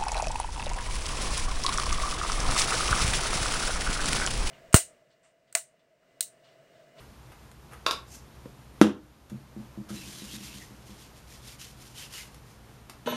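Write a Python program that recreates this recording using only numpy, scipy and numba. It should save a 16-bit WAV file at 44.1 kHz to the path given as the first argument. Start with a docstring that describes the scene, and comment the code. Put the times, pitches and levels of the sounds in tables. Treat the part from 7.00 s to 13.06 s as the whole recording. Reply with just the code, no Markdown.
"""A small quiet bedroom; mains hum and a faint camera whine run throughout. A plastic lotion bottle
flexes, sticky skin ticks, the cap snaps shut and fingers slip on the wall. The bottle bumps once, then
thuds hard on a table and the room's low modes ring on; the camera's limiter ducks and recovers.
The palms pat the lotion, rub it in with small squelches, then slide in separate hissing strokes."""
import sys
import numpy as np
from scipy import signal
from scipy.fft import rfft, irfft
from scipy.io import wavfile
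from scipy.ndimage import uniform_filter1d
from numba import njit

SR = 44100
rng = np.random.default_rng(int(sys.argv[2]) if len(sys.argv) > 2 else 0)


def unload_wav(signal):
    """Save mono or channel-first audio to the path in sys.argv[1] as 16-bit WAV at rate SR, clipped to [-1, 1]."""
    wavfile.write(
        sys.argv[1],
        SR,
        np.round(np.clip(np.atleast_2d(signal).T, -1, 1) * 32767).astype(np.int16),
    )


N = 267246

# tick spectrum of latch and wet skin: (frequency [Hz], gain [dB])
TICK_SPECTRUM = [(100, -4.5), (400, 1), (1000, -2.5), (3000, -8), (5000, -8.5), (7500, -10.5), (11000, -10),
                 (15000, -25)]
# friction of pressed palms spreading lotion: (time [s], level [dB])
SPREAD_FRICTION = [(2.884, -68), (2.892, -51.5), (3.1, -48), (3.52, -51), (3.66, -55), (3.76, -76)]


def undb(db):
    """Decibels to gain."""
    return 10 ** (np.asarray(db) / 20)


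def unit(x):
    """Scale to rms 1."""
    return x / np.sqrt(np.mean(x ** 2))


def clock():
    """Sample times [s]."""
    return np.arange(N) / SR


def curve(points):
    """Interpolate (time [s], value) points at every sample."""
    return np.interp(clock(), *np.transpose(points))


def over_hz(hz, points):
    """Interpolate (frequency [Hz], value) points on a log axis."""
    f, value = np.transpose(points)
    return np.interp(np.log(hz + 1), np.log(f), value)


def colour(x, points, size=8192):
    """Minimum-phase filter through (frequency [Hz], gain [dB]) points."""
    gain_db = over_hz(np.arange(size // 2 + 1) * SR / size, points)
    cepstrum = irfft(gain_db * np.log(10) / 20)
    cepstrum[1:size // 2] *= 2
    cepstrum[size // 2 + 1:] = 0
    return signal.fftconvolve(x, irfft(np.exp(rfft(cepstrum))))[:len(x)]


def walk(rate_hz):
    """Slewed random steps, rms 1."""
    hold = int(SR / rate_hz)
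    steps = np.repeat(rng.standard_normal(N // hold + 1), hold)
    return unit(uniform_filter1d(steps, hold)[:N])


@njit
def resonate(x, hz, width_hz):
    """State-variable band-pass with a moving centre."""
    y, band, low = np.empty(len(x)), 0., 0.
    for i in range(len(x)):
        g, k = np.tan(np.pi * hz[i] / SR), width_hz / hz[i]
        v = (band + g * (x[i] - low)) / (1 + g * (g + k))
        band, low, y[i] = 2 * v - band, low + 2 * g * v, k * v
    return y


def burst(decay_s, spectrum):
    """Many tiny contacts: decaying coloured noise."""
    t = clock()[:SR // 2]
    return colour(rng.standard_normal(len(t)) * np.exp(-t / decay_s), spectrum)


def strike(modes, contact_s, low_hz):
    """Modes rung by a brief push; a small body radiates little below low_hz."""
    t = clock()[:SR // 2]
    ring = sum(undb(db - 60 * t / t60) * np.cos(2 * np.pi * hz * t) for hz, db, t60 in modes)
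    push = t * np.exp(-np.pi * t / contact_s)
    highpass = signal.butter(2, low_hz, "high", fs=SR, output="sos")
    return signal.sosfilt(highpass, signal.fftconvolve(ring, push)[:len(t)])


def detuned(modes, scatter):
    """Modes shifted slightly by the changing grip."""
    shifts = np.exp(scatter * rng.standard_normal(len(modes)))
    return [(hz * shift, db, t60) for (hz, db, t60), shift in zip(modes, shifts)]


def add(track, s, sound, db, size=256):
    """Mix in a sound at time s; db sets the rms of its first size samples."""
    start = max(int(s * SR), 0)
    part = sound[:N - start] * undb(db) / np.sqrt(np.mean(sound[:size] ** 2))
    track[start:start + len(part)] += part


def room(x, wet_db, gap_s=0.0038):
    """Direct sound plus the diffuse tail of a small furnished room."""
    # room decay: (frequency [Hz], t60 [s])
    decay = [(200, 0.31), (1200, 0.29), (4500, 0.24), (12000, 0.19)]
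    t = clock()[:SR // 2]
    hz, _, cells = signal.stft(rng.standard_normal(len(t)), SR)
    age_s = np.linspace(0, t[-1], cells.shape[1])
    fade = undb(-60 * age_s / over_hz(hz, decay)[:, None])
    tail = signal.istft(cells * fade, SR)[1][:len(t)] * (t > gap_s)
    return x + undb(wet_db) * signal.fftconvolve(x, tail / np.linalg.norm(tail))[:N]


def background(air_db=-52):
    """Room air, camera hiss, mains hum and a thin whine, all wavering slightly."""
    # air and hiss: (frequency [Hz], gain [dB])
    spectrum = [(12, -51), (20, -23), (49, -9), (70, -3.5), (87, -14), (128, -3.5), (164, -12), (211, -16),
                (278, -15), (310, -16.5), (656, -21), (1050, -21), (1880, -28), (12000, -39),
                (15000, -45.5)]
    # mains hum and camera whine: (frequency [Hz], level [dB])
    tones = [(60, -60), (122, -64.5), (215.3, -66), (11795, -78)]
    air = unit(colour(rng.standard_normal(N), spectrum)) * undb(air_db + 0.65 * walk(12))
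    hum = sum(undb(db) * unit(np.sin(2 * np.pi * hz * clock() + 0.26 * walk(1.98))) for hz, db in tones)
    return air + hum


def bottle_flexes():
    """The squeezed plastic wall flexes in short bursts."""
    # flexes: (time [s], level [dB], decay [s])
    flexes = [(0.002, -57.5, .03), (0.318, -51, 0.014), (0.711, -54, 0.022), (0.722, -51, 0.012),
              (0.733, -44.5, 0.0075)]
    # flexing wall: (frequency [Hz], gain [dB])
    spectrum = [(150, -14), (500, -3.5), (800, -5), (1200, 2), (1900, -6.5), (2800, -7), (4000, -24),
                (11000, -15.5), (15000, -34)]
    out = np.zeros(N)
    for s, db, decay_s in flexes:
        add(out, s, burst(decay_s, spectrum), db)
    return out


def sticky_ticks():
    """Lotion ticks as skin parts."""
    # ticks: (time [s], level [dB], decay [s])
    ticks = [(0.515, -53, 0.003), (1.148, -51.5, .008), (2.298, -47.5, 0.0074), (2.89, -49.5, 0.029),
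             (3.339, -61, 0.011), (5.345, -51, .003), (5.8968, -42, 0.0039)]
    out = np.zeros(N)
    for s, db, decay_s in ticks:
        add(out, s, burst(decay_s, TICK_SPECTRUM), db)
    return out


def cap_snap():
    """The latch ticks and rings the hollow plastic, then seats with a second click."""
    # latch contacts: (time [s], level [dB], relative tick level [dB], contact [s])
    snaps = [(0.863, -33, -3, 0.000094), (0.8652, -18.5, -20, 0.00018), (0.871, -37, -3.5, 0.000099),
             (0.8850, -39.5, -3, 0.00016), (0.9105, -24, -17.5, 0.000078), (0.9113, -33.5, -2, 0.00044),
             (0.916, -36, -4.5, 0.00018)]
    # cap and wall modes: (frequency [Hz], gain [dB], t60 [s])
    modes = [(392, -17, 0.032), (634, -11.5, 0.046), (1107, -6, 0.099), (1346, -1.5, 0.031),
             (1210, -9, 0.015), (1540, -5, 0.013), (2700, 5.5, 0.0057), (3680, 8, 0.013),
             (3860, 4.5, 0.013), (4250, -4.5, 0.0069), (4650, 7, 0.013), (5190, -2.5, 0.023)]
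    out = np.zeros(N)
    for s, db, tick_db, contact_s in snaps:
        add(out, s, strike(detuned(modes, scatter=0.017), contact_s, low_hz=260), db)
        add(out, s + 0.00059, burst(0.0016, TICK_SPECTRUM), db + tick_db)
    return room(out, wet_db=-3)


def finger_slip(start_s=1.067, peak_s=1.147, end_s=1.197, edge_db=-65.5, peak_db=-49):
    """Fingers slip on the bottle: a brief swell of friction."""
    # skin on plastic: (frequency [Hz], gain [dB])
    spectrum = [(1500, -14), (2700, -4), (3800, -8), (5200, 2.5), (7500, 3), (9500, -5), (12000, -6),
                (15000, -16)]
    t = clock()
    swell_db = curve([(start_s, edge_db), (peak_s, peak_db), (end_s, edge_db)])
    hiss = unit(colour(rng.standard_normal(N), spectrum))
    return hiss * undb(swell_db + 2.6 * walk(200)) * (t > start_s) * (t < end_s)


def bottle_bump(time_s=1.457, level_db=-39.5, decay_s=0.006):
    """The carried bottle bumps dully on its way to the table."""
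    # dull bump: (frequency [Hz], gain [dB])
    spectrum = [(80, -28), (190, 2), (320, -6.5), (480, -4.5), (800, -27), (2000, -31), (8000, -52.5)]
    out = np.zeros(N)
    add(out, time_s, burst(decay_s, spectrum), level_db, size=512)
    return room(out, wet_db=-10)


def bottle_landing(scrape_db=-4, wall_db=-6):
    """Edge, then base, thud on the table; each cracks, scrapes and rings bottle wall and room modes."""
    # contacts: (time [s], thud [dB], crack [dB])
    contacts = [(1.814, 3, -10.5), (1.8205, -25.5, -22)]
    # table thud and the room's low ringing modes: (frequency [Hz], gain [dB], t60 [s])
    thud_and_room_modes = [(289, -1, 0.042), (348, -16, 0.07), (212.2, -6.5, 0.15), (327, -9.5, 0.13),
                           (303.4, -11, 0.2), (395, -21.5, 0.24), (490, -18, 0.24), (592, -13.5, 0.099),
                           (786, -14, .15), (1026, -22, .09), (1170, -18.5, 0.092), (1330, -36.5, 0.084),
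                           (1560, -7.5, .07), (92.5, -25, 0.38)]
    # hollow bottle modes: (frequency [Hz], gain [dB], t60 [s])
    wall_modes = [(605, -6.5, 0.04), (1000, 1.5, .05), (1180, 4, 0.039), (1320, 5.5, .09),
                  (1480, 0.5, 0.054)]
    # crack and scrape: (frequency [Hz], gain [dB])
    spectrum = [(100, -38), (500, 2), (1200, 4), (1900, -1.5), (2300, -8.5), (2800, -0.5), (3700, -2.5),
                (4500, -11.5), (5600, -8), (8000, -13.5), (11000, -16), (15000, -33)]
    thud, crack, scrape = np.zeros((3, N))
    click = colour(signal.unit_impulse(SR // 2), spectrum)
    for s, thud_db, crack_db in contacts:
        add(thud, s, strike(thud_and_room_modes, contact_s=0.0018, low_hz=191), thud_db)
        add(thud, s, strike(wall_modes, contact_s=0.00031, low_hz=400), crack_db + wall_db)
        add(crack, s + 0.001, click, crack_db)
        add(scrape, s, burst(0.004, spectrum), crack_db + scrape_db)
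    return room(thud, wet_db=-15.5, gap_s=0.024) + room(crack, wet_db=-4.5) + scrape


def hand_pats(palm_lag_s=0.00936, palm_db=-2):
    """Fingers land, then the palm; soft flesh pushes slowly, so only low modes answer."""
    # pats: (time [s], level [dB], contact [s])
    pats = [(2.318, -33.5, 0.0054), (2.564, -38, 0.0012), (2.775, -36, 0.0024), (2.904, -37, 0.0026),
            (2.956, -41, 0.0055), (3.064, -43, .0025), (3.220, -40, 0.0013), (3.337, -42, 0.0023),
            (3.408, -45, 0.0031), (3.549, -47, 0.0074), (3.708, -48, 0.00074), (3.894, -48, 0.0029)]
    # low modes of hands and room: (frequency [Hz], gain [dB], t60 [s])
    boom = [(135, -5, 0.13), (204, 2, 0.15), (247, 4, 0.042), (297.5, 1, 0.083), (320, -2, 0.074),
            (507, -5.5, 0.06)]
    out = np.zeros(N)
    for s, db, contact_s in pats:
        modes = detuned(boom, scatter=0.043)
        lag_s = palm_lag_s * np.exp(0.083 * rng.standard_normal())
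        add(out, s, strike(modes, contact_s, low_hz=119), db)
        add(out, s + lag_s, strike(modes, 2 * contact_s, low_hz=119), db + palm_db)
    return room(out, wet_db=-4.5)


def hand_motion(speed_exponent=1.77, rest_hz=2900, fall_oct=0.32, graze_s=(3.7, 5.4), graze_db=-65):
    """Friction gain and pitch of the palms' hollow, which opens and drops over each stroke."""
    # palm strokes: (start [s], length [s], peak [dB], share spent speeding up [0-1], hollow [Hz])
    strokes = [(2.916, 0.12, -50.5, 0.25, 2700), (3.02, .15, -51, .5, 2750), (3.141, 0.12, -47, 0.4, 3070),
               (3.289, 0.091, -45, 0.68, 3270), (3.395, .13, -47, 0.4, 3050),
               (3.503, 0.13, -51.5, 0.51, 2900), (3.84, .15, -55, .27, 3140),
               (3.908, 0.23, -56.5, 0.48, 2680), (4.12, 0.11, -58.5, .55, 2750),
               (4.25, .17, -52.5, 0.43, 2470), (4.396, .2, -48, 0.49, 2850), (4.579, 0.2, -47, .17, 3230),
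               (4.752, 0.26, -53.5, .3, 3200), (4.93, 0.19, -44, .36, 3100), (5.088, 0.22, -44, 0.33, 2800),
               (5.43, .18, -62, .35, 2200)]
    t = clock()
    pressed = (t > SPREAD_FRICTION[0][0]) * (t < SPREAD_FRICTION[-1][0])
    spreading = undb(curve(SPREAD_FRICTION)) * pressed
    grazing = undb(graze_db) * (t > graze_s[0]) * (t < graze_s[1])
    power = spreading ** 2 + grazing ** 2 + 1e-18
    weighted_hz = power * rest_hz
    for start_s, length_s, db, rise, hz in strokes:
        progress = np.interp(t, start_s + length_s * np.array([0, rise, 1]), [0, 0.5, 1])
        speed = np.abs(np.sin(np.pi * progress))
        stroke_power = (undb(db) * speed ** speed_exponent) ** 2
        power += stroke_power
        weighted_hz += stroke_power * hz * 2 ** (fall_oct * (0.5 - progress))
    return np.sqrt(power), weighted_hz / power


def palm_rubbing(grain_db=2, flutter_db=1.3, hollow_width_hz=560.0, opening_db=5, rumble_db=-8.5):
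    """Skin ridges slip; the moving hollow and finger gaps colour the hiss, and pressed hands rumble."""
    # skin friction: (frequency [Hz], gain [dB])
    skin_spectrum = [(300, -24), (900, -11), (1500, -4), (2100, -2.5), (2800, -5.5), (4000, -1.5),
                     (5300, 0.5), (7000, -1), (9000, -3.5), (11500, -5.5), (13500, -10.5), (15000, -16.5)]
    # finger gaps that open and close: (centre [Hz], width [Hz], gain [dB])
    finger_gaps = [(1910, 100, -10), (2840, 220, 2), (3880, 300, -23), (4860, 210, -17)]
    # pressed hands: (frequency [Hz], gain [dB])
    rumble_spectrum = [(80, -19), (200, 0), (310, 2.5), (450, -13.5), (900, -24), (3000, -53)]
    friction, hollow_hz = hand_motion()
    slips = rng.standard_normal(N) * undb(grain_db * walk(2500))
    hiss = colour(slips, skin_spectrum)
    hollow = resonate(hiss, hollow_hz * np.exp(0.087 * walk(25)), hollow_width_hz)
    gaps = np.zeros(N)
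    for hz, width_hz, db in finger_gaps:
        opening = undb(db - opening_db + opening_db * walk(16))
        gaps += opening * resonate(hiss, hz * np.exp(0.1 * walk(8.4)), float(width_hz))
    rumble = unit(colour(rng.standard_normal(N), rumble_spectrum))
    rumble *= undb(curve(SPREAD_FRICTION) + rumble_db)
    sliding = unit(hiss + hollow + gaps) * friction * undb(flutter_db * walk(70))
    return room(sliding + rumble, wet_db=-15)


def lotion_squelches(stage_width_hz=250.0, fall_oct_per_s=1.0):
    """A wet gap rings briefly and sinks in pitch as it widens."""
    # squelches: (midpoint [s], length [s], centre [Hz], level [dB])
    squelches = [(2.9, 0.052, 1360, -52), (2.97, 0.053, 3980, -53), (3.009, 0.22, 2640, -55.5),
                 (3.214, 0.075, 3950, -55), (3.325, 0.049, 3230, -50), (3.616, .06, 1950, -53.5),
                 (5.047, 0.085, 2780, -53.5), (5.167, .08, 2930, -49), (5.199, 0.11, 2100, -52.5)]
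    out = np.zeros(N)
    for mid_s, length_s, centre_hz, db in squelches:
        count = int(length_s * SR)
        hz = centre_hz * 2 ** (fall_oct_per_s * np.linspace(length_s / 2, -length_s / 2, count))
        noise = rng.standard_normal(SR // 2)[:count]
        ring = resonate(resonate(noise, hz, stage_width_hz), hz, stage_width_hz)
        start = int((mid_s - length_s / 2) * SR)
        out[start:start + count] += undb(db) * unit(ring) * np.hanning(count)
    return room(out, wet_db=-6)


def scene():
    """All sources at one microphone."""
    cap = cap_snap()
    handling = room(finger_slip() + bottle_flexes() + sticky_ticks(), wet_db=-3.5)
    knocks = bottle_bump() + bottle_landing()
    hands = hand_pats() + palm_rubbing() + lotion_squelches()
    return (cap + handling + knocks + hands + background())[None]


@njit
def follow(x, attack_s, release_s):
    """Peak envelope follower."""
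    out, level = np.empty(len(x)), 0.
    for i in range(len(x)):
        lag_s = attack_s if abs(x[i]) > level else release_s
        level += (abs(x[i]) - level) / (SR * lag_s)
        out[i] = level
    return out


def record(dry, threshold_db=-2, attack_s=0.00065, release_s=0.79, notch_hz=7900, top_hz=15000):
    """Camera: a look-ahead limiter ducks at the knock and recovers slowly; clip, notch, low-pass."""
    gain = 1 / np.maximum(1, follow(dry[0], attack_s, release_s) / undb(threshold_db))
    early_gain = np.roll(gain, -SR // 1000)  # 1 ms ahead
    limited = np.clip(dry * early_gain, -1, 1)
    notched = signal.lfilter(*signal.iirnotch(notch_hz, Q=35, fs=SR), limited)
    return signal.sosfilt(signal.ellip(10, 0.2, 90, top_hz, fs=SR, output="sos"), notched)


dry = scene()
out = record(dry)
unload_wav(out)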